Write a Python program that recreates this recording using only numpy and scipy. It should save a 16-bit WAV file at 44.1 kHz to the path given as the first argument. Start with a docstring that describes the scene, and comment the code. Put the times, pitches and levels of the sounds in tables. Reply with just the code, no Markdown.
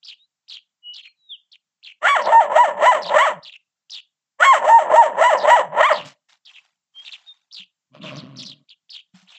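"""In an open dirt yard, sparrows chirp with both sides of their voice box and another bird whistles.
At 2 s a young dog yelps five times, and from 4.4 s six more. In each bark its vocal folds flap in a
rough rumble, tighten into a clean high note and drop back. From 6 s feet scuff and thud on the dirt
now and then, and slow pulses in the dog's throat make a short growl, then a longer one near 8 s.
The sparrows chirp on to the end."""
import sys
import numpy as np
from scipy import signal
from scipy.fft import rfft, irfft, next_fast_len
from scipy.io import wavfile
from scipy.ndimage import uniform_filter1d, minimum_filter1d

SR = 44100
rng = np.random.default_rng(int(sys.argv[2]) if len(sys.argv) > 2 else 0)


def master(y):
    """Save y as 16-bit WAV."""
    cut = np.clip(np.atleast_2d(y).T, -1, 1)
    pcm = np.round(cut * 32767)  # scale
    wavfile.write(sys.argv[1], SR, pcm.astype(np.int16))


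N = 413638
TIME = np.arange(N) / SR

# runs of barks, with no pause in the voice (start [s], end [s])
BARK_BOUTS = [(2.008, 3.4), (4.383, 6.02)]
# each bark and its high note (note start [s], note length [s], first pitch [Hz], last pitch [Hz],
# run-up [s], fall [s], level before the leap [dB], at note start [dB], at note end [dB],
# after the drop [dB], overtones [dB], treble [dB], hoarseness [0-1])
BARK_NOTES = [(2.086, .06, 1131, 1116, .13, 0.12, -20, -27.5, -19.5, -17, -14, -37, 0),
              (2.326, 0.07, 887.6, 925, 0.11, .16, -13.5, -11.5, -9.5, -18, -25, -43.5, 0.01),
              (2.582, 0.049, 936, 990.5, 0.11, 0.15, -10.5, -12, -13, -17.5, -21, -38.5, 0.05),
              (2.865, 0.044, 977, 1002, 0.096, 0.14, -10.5, -12.5, -13, -16, -17, -35, 0.04),
              (3.19, 0.056, 888.4, 1192, 0.12, 0.096, -11, -20.5, -18, -17, -14.5, -35, 0.18),
              (4.45, 0.073, 1092, 1054, 0.099, 0.12, -17, -21.5, -9, -16.5, -14.5, -31, 0),
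              (4.693, 0.085, 882.7, 924.3, 0.13, 0.17, -14, -11.5, -9.5, -19, -25.5, -39, 0.05),
              (4.964, .05, 916, 925.3, 0.094, .16, -8, -14, -7.5, -16.5, -24, -38, .05),
              (5.239, 0.051, 944.4, 1004, 0.081, 0.13, -8.5, -16, -16, -12.5, -17, -34, 0.15),
              (5.507, 0.045, 922, 984.5, 0.1, 0.094, -8, -12.5, -12, -12, -15.5, -33.5, 0.2),
              (5.831, .051, 900, 1240, 0.094, 0.096, -9.5, -17.5, -24.5, -14.5, -14, -38.5, 0.01)]
# the harsh burst in a bout's first bark (middle [s], width [s], level [dB])
OPENING_BURSTS = [(2.062, 0.01, -20.5), (4.429, .011, -10)]
# how the throat and mouth shape a bark (frequency [Hz], gain [dB])
BARK_THROAT = [(280, -35), (420, -19.5), (630, 17), (790, 7), (980, 5), (1160, -2.5), (1340, -1),
               (1540, -18.5), (1820, -7), (2500, -27.5), (3000, -20.5), (3700, -33.5), (5000, -40.5),
               (6350, -28.5), (6800, -31.5), (7600, -22), (9200, -50), (15000, -49.5)]
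# how much the voice breaks up (pitch [Hz], roughness [0-1])
ROUGHNESS_BY_PITCH = [(380, 0.8), (660, 0.7), (820, 0.4), (920, 0)]
# where the half-closed mouth rings between barks (frequency [Hz], gain [dB])
SNARL_RESONANCES = [(590, 18), (965, 13), (1760, -2.5), (3100, -24)]
# loudness over time, one list per growl (time [s], chest level [dB], mouth level [dB])
GROWL_LEVELS = [
    [(5.97, -56, -43), (6.06, -44.5, -44.5), (6.13, -67, -58)],
    [(7.9, -71, -92), (7.95, -52, -46.5), (8.01, -37.5, -59), (8.045, -38.5, -38), (8.14, -38, -41),
     (8.28, -42, -52.5), (8.42, -43.5, -57), (8.66, -69, -74)],
]
# how the throat shapes a growl (frequency [Hz], gain [dB])
GROWL_SPECTRUM = [(70, -31.5), (135, -3), (280, -6), (400, -20.5), (600, -3.5), (830, -23), (1080, -10.5),
                  (1650, -22.5), (3000, -17.5), (6000, -34.5), (10000, -51)]
# sparrow calls, before the arch shapes them (start [s], base length [s], base pitch [Hz], level [dB])
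SPARROW_CHIRPS = [(0.029, 0.082, 5330, -45.5), (0.481, 0.079, 5130, -44), (0.933, 0.058, 5340, -45.5),
                  (1.026, 0.045, 3700, -51.5), (1.516, 0.035, 4780, -54), (1.829, 0.071, 4190, -46.5),
                  (2.206, 0.074, 5530, -45), (3.01, 0.081, 5180, -39.5), (3.426, 0.06, 4994, -46),
                  (3.518, 0.04, 3465, -48), (3.897, 0.077, 5370, -41), (5.371, 0.07, 5930, -44),
                  (5.916, 0.085, 4860, -41), (6.451, 0.049, 4850, -52), (6.534, 0.045, 3675, -51),
                  (7.047, 0.039, 4290, -43), (7.113, 0.039, 4170, -42), (7.51, 0.094, 5140, -44.5),
                  (8.01, 0.076, 3890, -44), (8.153, 0.048, 5960, -47.5), (8.36, 0.06, 6060, -43),
                  (8.413, 0.092, 5890, -45), (8.687, 0.039, 4680, -52.5), (8.894, 0.082, 4970, -45),
                  (9.274, 0.13, 3960, -54.5)]
# the rise and fall of a chirp (time [x length], pitch [x base pitch], gain [x])
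CHIRP_ARCH = [(0, 0.55, 0.62), (0.147, 1, 1.5), (0.301, 0.89, 2.2), (0.797, .6, 2.2), (1.102, 0.56, 0.55)]
# the other bird's notes (start [s], length [s], first pitch [Hz], last pitch [Hz], level [dB])
BIRD_WHISTLES = [(0.166, 0.11, 3560, 4200, -57), (0.817, 0.16, 2906, 2970, -34.5),
                 (0.968, 0.19, 4220, 4230, -55.5), (1.123, 0.36, 3985, 3380, -60),
                 (1.28, 0.092, 3780, 2520, -33.5), (6.936, 0.11, 3147, 3325, -39),
                 (7.254, 0.086, 3713, 3634, -40.5)]
# feet sliding on dry ground (start [s], base length [s], level [dB])
FOOT_SCUFFS = [(6.045, 0.051, -43), (6.282, 0.057, -53.5), (6.447, 0.18, -57), (6.92, 0.31, -55),
               (9.133, 0.082, -52), (9.266, 0.16, -54.5)]
# the tone of sliding grit (frequency [Hz], gain [dB])
SCUFF_SPECTRUM = [(60, -32), (170, -8), (420, -15.5), (720, 1.5), (1500, -0.5), (3200, 1), (7600, -5),
                  (9200, -24), (15000, -25)]
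# soft footfalls (start [s], level [dB])
FOOTFALLS = [(7.593, -53), (9.138, -43.5), (9.224, -54)]
# dry hiss of dirt and leaves, also used in the chirps (frequency [Hz], gain [dB])
HISS_SPECTRUM = [(60, -12), (170, 5), (400, -10), (750, -2), (3200, -4), (7600, -0.5), (9200, -37.5),
                 (15000, -20.5)]


def barks(begin, end, jitter=.045, waver=.0082, shake=.34, settle_s=.018, attack_s=.025, release_s=.008):
    """Vocal folds flap roughly at low pitch and settle into a clean note at the top of each bark."""
    at = np.flatnonzero((TIME >= begin) & (TIME <= end))
    t, n, multiples = TIME[at], len(at), np.arange(1, 21)
    pitch, core_db, edge_db, treble_db, hoarse, away_s = blend_barks(t)
    pitch = uniform_filter1d(pitch, size=300)   # the voice box cannot change pitch in an instant
    rough = np.maximum(np.interp(pitch, *np.transpose(ROUGHNESS_BY_PITCH)), hoarse)
    hold = np.exp(-1 / (settle_s * SR))
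    rough = np.maximum(rough, signal.lfilter([1 - hold], [1, -hold], rough))   # roughness lingers
    phase = cycles(pitch * (1 + jitter * rough * drift(n, 180) + waver * drift(n, 79)))
    # at low pitch, a wide-open mouth boosts the tone an octave up
    opening = np.minimum(from_db(edge_db - core_db), .8)
    boost = 3.5 * opening ** 2 * np.interp(pitch, [750, 850], [1, 0])
    folds = overtones(phase, multiples) + boost * overtones(phase, [2])
    # strong and weak cycles take turns, adding tones halfway between the overtones
    halves = from_db(-8) * overtones(phase + .5 * drift(n, 90), multiples - .5)
    rasp = from_db(4) * rng.standard_normal(n) * (1 + .5 * np.cos(phase))   # air escapes once a cycle
    # three bands: the low core, the hoarser edge above it, and the treble
    core, _ = split(colour(folds + rough * (halves + rasp), BARK_THROAT), 1540)
    _, upper = split(colour(folds + (2.6 * rough + .12) * (halves + rasp), BARK_THROAT), 1518)
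    edge, treble = split(upper, 3900)
    voice = from_db(core_db) * even(core) + from_db(edge_db) * even(edge)
    voice += from_db(treble_db) * even(treble)
    burst = sum(from_db(db) * np.exp(-((t - s) / width) ** 2) for s, width, db in OPENING_BURSTS)
    voice += burst * (overtones(phase, [2]) + .5 * even(edge))
    voiced = np.exp(-(away_s / .06) ** 2)   # away from the note, a snarl takes over
    voice = (.3 + .7 * voiced) * voice + np.sqrt(1 - voiced ** 2) * from_db(core_db) * snarl(n)
    # slack folds let the chest rumble between barks, and hum an octave under the voice
    chest = from_db(-55) * rumble(n)[0] + from_db(-42) * np.sin(phase / 2)
    slack = np.interp(pitch, [300, 650], [1, 0]) ** 2
    fade = np.interp(t, [begin, begin + attack_s, end - release_s, end], [0, 1, 1, 0]) ** 2
    out = np.zeros(N)
    out[at] = fade * (voice * (1 + shake * rough * drift(n, 55.5)) + slack * chest)
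    return out


def bark_shape(t, row, leap_s=.013, leap_ratio=1.4, drop_s=.025, drop_hz=666.6, slack_hz=206.3):
    """Pitch and level curves of one bark: the folds tighten, leap to a note, drop back and slacken."""
    start, length, first_hz, last_hz, rise_s, fall_s, *levels_db, edge_db, treble_db, hoarse = row
    end = start + length
    turns = [start - leap_s, start, end, end + drop_s]
    slack = np.maximum(turns[0] - t, 0) / rise_s + np.maximum(t - turns[-1], 0) / fall_s
    bow = np.sin(np.pi * np.clip((t - start) / length, 0, 1))   # lifts pitch and level mid-note
    lead_hz = min(first_hz / leap_ratio, drop_hz * 1.2)
    taut_hz = np.interp(t, turns, [lead_hz, first_hz, last_hz, drop_hz]) * (1 + .012 * bow)
    pitch = slack_hz + (taut_hz - slack_hz) * np.exp(-1.25 * slack)
    core_db = np.interp(t, turns, levels_db) + 4 * bow - 23 * slack
    bright_db = np.interp(t, turns, [-2.5, 0, -9, -4.5])   # the note grows purer as it goes
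    edge_db = edge_db + bright_db - 27.5 * slack
    treble_db = treble_db + bright_db - 24.5 * slack
    away_s = np.abs(t - np.clip(t, turns[0], turns[-1]))
    return pitch, core_db, edge_db, treble_db, np.full(len(t), hoarse), away_s


def blend_barks(t):
    """Barks run into each other: the stronger one takes over the voice."""
    shapes = np.array([bark_shape(t, row) for row in BARK_NOTES if t[0] < row[0] < t[-1]])
    weight = from_db(shapes[:, 1:2]) ** 4   # from each bark's core level
    return (weight * shapes).sum(axis=0) / weight.sum(axis=0)


def overtones(phase, multiples, flutter=.08):
    """The folds make tones at multiples of their pitch; the higher ones flutter more."""
    return sum(np.cos(k * phase + k * k + flutter * (k - 1) * drift(len(phase), 140)) for k in multiples)


def snarl(n, flap_hz=141, sharpness=13):
    """Slack folds let through uneven puffs of air that make the mouth ring."""
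    puffs = rng.standard_normal(n) * (1 + np.cos(cycles(flap_hz * (1 + .12 * drift(n, 60)))))
    ringing = sum((-1) ** k * from_db(db) * signal.lfilter(*signal.iirpeak(hz, sharpness, SR), puffs)
                  for k, (hz, db) in enumerate(SNARL_RESONANCES))
    return even(split(ringing, 3800)[0])


def growl(rows):
    """The chest hums, and a higher rasp gets out when the lips part."""
    at, (chest_db, mouth_db) = curves(rows)
    chest, mouth = rumble(len(at))
    out = np.zeros(N)
    out[at] = from_db(chest_db) * chest + from_db(mouth_db) * mouth
    return out


def rumble(n, pitch_hz=141, rasp=36, shake=.43):
    """Slow, uneven pulses in the throat give two sounds: a chest hum and a mouth rasp."""
    phase = cycles(pitch_hz * (1 + .07 * drift(n, 25)))
    pulses = sum(np.cos(k * phase) for k in range(1, 30)) * (1 + shake * drift(n, 57))
    air = rasp * rng.standard_normal(n) * (1 + np.cos(phase))
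    chest, _ = split(colour(pulses + air / 4, GROWL_SPECTRUM), 400)
    _, mouth = split(colour(pulses + air, GROWL_SPECTRUM), 490)
    return rms_one(chest), rms_one(mouth)


def sparrows(warble=.099, octave_db=-30, hiss_db=-22, lag=.43, floor_hz=2400):
    """The two sides of a bird's voice box each sing an arch, one later and lower than the other."""
    out = np.zeros(N)
    for start, length, base_hz, level_db in SPARROW_CHIRPS:
        for begin, hz in ((start, base_hz), (start + lag * length, .92 * base_hz)):
            arch = np.array(CHIRP_ARCH) ** [rng.uniform(.63, 1.3), 1, 1]   # vary the timing
            at, (pitch, gain) = curves(arch * [.89 * length, hz, 1] + [begin, 0, 0])
            n = len(at)
            pitch = 500 * np.logaddexp(pitch / 500, floor_hz / 500)   # the fall flattens near the floor
            phase = cycles(pitch * (1 + warble * drift(n, 380)))
            _, hiss = split(from_db(hiss_db) * dry_hiss(n), 670)
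            tone = np.sin(phase) + from_db(octave_db) * np.sin(2 * phase) + hiss
            out[at] += from_db(level_db) * gain * tone * (1 + .5 * drift(n, 130))
    return out


def whistles(waver=.0071, bend=1.6):
    """A bird's nearly pure notes swell and fade, gliding slowly at first and then faster."""
    out = np.zeros(N)
    for start, length, first_hz, last_hz, level_db in BIRD_WHISTLES:
        at, (progress,) = curves([(start, 0), (start + length, 1)])
        pitch = first_hz + (last_hz - first_hz) * progress ** bend
        phase = cycles(pitch * (1 + waver * drift(len(at), 180)))
        out[at] += from_db(level_db) * np.sqrt(2) * np.sin(phase) * np.hanning(len(at))
    return out


def scuffs(grain_db=3, rise=.26, linger=2):
    """Grit slides under a foot: a quick rise, then a grainy slide that fades."""
    push = sum(from_db(db) * np.interp(TIME, [s, s + rise * length, s + linger * length], [0, 1, 0])
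               for s, length, db in FOOT_SCUFFS)
    grains = rng.standard_normal(N) * from_db(grain_db * drift(N, 210))
    return push * rms_one(colour(grains, SCUFF_SPECTRUM))


def steps(thud_hz=182, rise_s=.011, waver=.049):
    """A foot lands on packed earth: a dull thud that swells and dies at once."""
    out = np.zeros(N)
    for start, level_db in FOOTFALLS:
        at = np.flatnonzero((TIME >= start) & (TIME < start + 10 * rise_s))
        age = (TIME[at] - start) / rise_s
        thud = np.sin(cycles(thud_hz * (1 + waver * drift(len(at), 150))))
        out[at] += from_db(level_db) * age * np.exp(1 - age) * thud
    return out


def yard_echoes(x, first_s=.0014, decay_s=.32):
    """Sound bounces off walls and trees, fading by 60 dB in decay_s."""
    t = TIME[:SR // 2]
    echoes = rng.standard_normal(len(t)) * (t > first_s) * from_db(-60 * t / decay_s)
    return signal.fftconvolve(x, echoes / np.linalg.norm(echoes))[:N]


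def dry_hiss(n):
    """Steady noise with the tone of rustling dirt and leaves."""
    return rms_one(colour(rng.standard_normal(n), HISS_SPECTRUM))


def from_db(db):
    """Turn decibels into a gain."""
    return 10 ** (np.asarray(db) / 20)


def rms_one(x):
    """Scale a sound to an average level (rms) of 1."""
    return x / np.sqrt(np.mean(x ** 2))


def even(x, size=300):
    """Hold a sound's level near 1 the whole way through."""
    return x / np.sqrt(np.abs(uniform_filter1d(uniform_filter1d(x * x, size), size)) + 1e-12)


def curves(rows):
    """The samples that a table spans, and its columns joined by straight lines."""
    times, *columns = np.transpose(rows)
    at = np.flatnonzero((TIME >= times.min()) & (TIME <= times.max()))
    return at, [np.interp(TIME[at], times, column) for column in columns]


def colour(x, points):
    """Shape a sound's tone with (frequency [Hz], gain [dB]) points."""
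    hz, db = np.transpose(points)
    size = next_fast_len(len(x) + SR // 20)
    bins = np.maximum(np.fft.rfftfreq(size, 1 / SR), 1)
    gain = from_db(np.interp(np.log(bins), np.log(hz), db))
    return irfft(rfft(x, size) * gain, size)[:len(x)]


def split(x, hz):
    """The parts below and above a frequency."""
    low = signal.sosfiltfilt(signal.butter(4, hz, fs=SR, output="sos"), x)
    return low, x - low


def drift(n, rate_hz):
    """A random wobble of typical size 1, mostly slower than rate_hz."""
    sos = signal.butter(2, rate_hz, fs=SR, output="sos")
    return rms_one(signal.sosfilt(sos, rng.standard_normal(n + SR // 10))[-n:])


def cycles(pitch):
    """How far a vibration has turned (its phase, in radians) as its pitch moves."""
    return 2 * np.pi * np.cumsum(pitch) / SR


def suppress(x, threshold_db=-86, depth_db=-14, size=1024):
    """Whatever is faint in its frequency band is turned down further."""
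    _, _, bands = signal.stft(x, nperseg=size)
    power = uniform_filter1d(np.abs(bands) ** 2, size=7, axis=-2)
    gain = np.maximum(power / (np.abs(power) + from_db(threshold_db) ** 2), from_db(depth_db))
    return signal.istft(bands * gain, nperseg=size)[1][..., :N]


def limit(x, peak=.85, size=200):
    """The volume dips just ahead of any peak that would be too loud."""
    gain = minimum_filter1d(np.minimum(1, peak / (np.abs(x) + 1e-9)), size)
    return x * uniform_filter1d(gain, size)


def scene(echo_db=-16, rustle_db=-72):
    """The dog, the birds and their echoes over the yard's faint rustle, in one channel."""
    dog = sum(barks(*bout) for bout in BARK_BOUTS) + sum(map(growl, GROWL_LEVELS)) + scuffs() + steps()
    birds = sparrows() + whistles()
    rustle = from_db(rustle_db) * dry_hiss(N)
    return (dog + birds + yard_echoes(from_db(echo_db) * (dog + birds)) + rustle)[None]


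def record(dry, bass_hz=70, top_hz=16000):
    """The microphone loses deep bass; faint noise and peaks are turned down, and the top is cut."""
    thin = signal.sosfilt(signal.butter(2, bass_hz, "high", fs=SR, output="sos"), dry)
    return signal.sosfilt(signal.cheby2(16, 70, top_hz, fs=SR, output="sos"), limit(suppress(thin)))


dry = scene()
out = record(dry)
master(out)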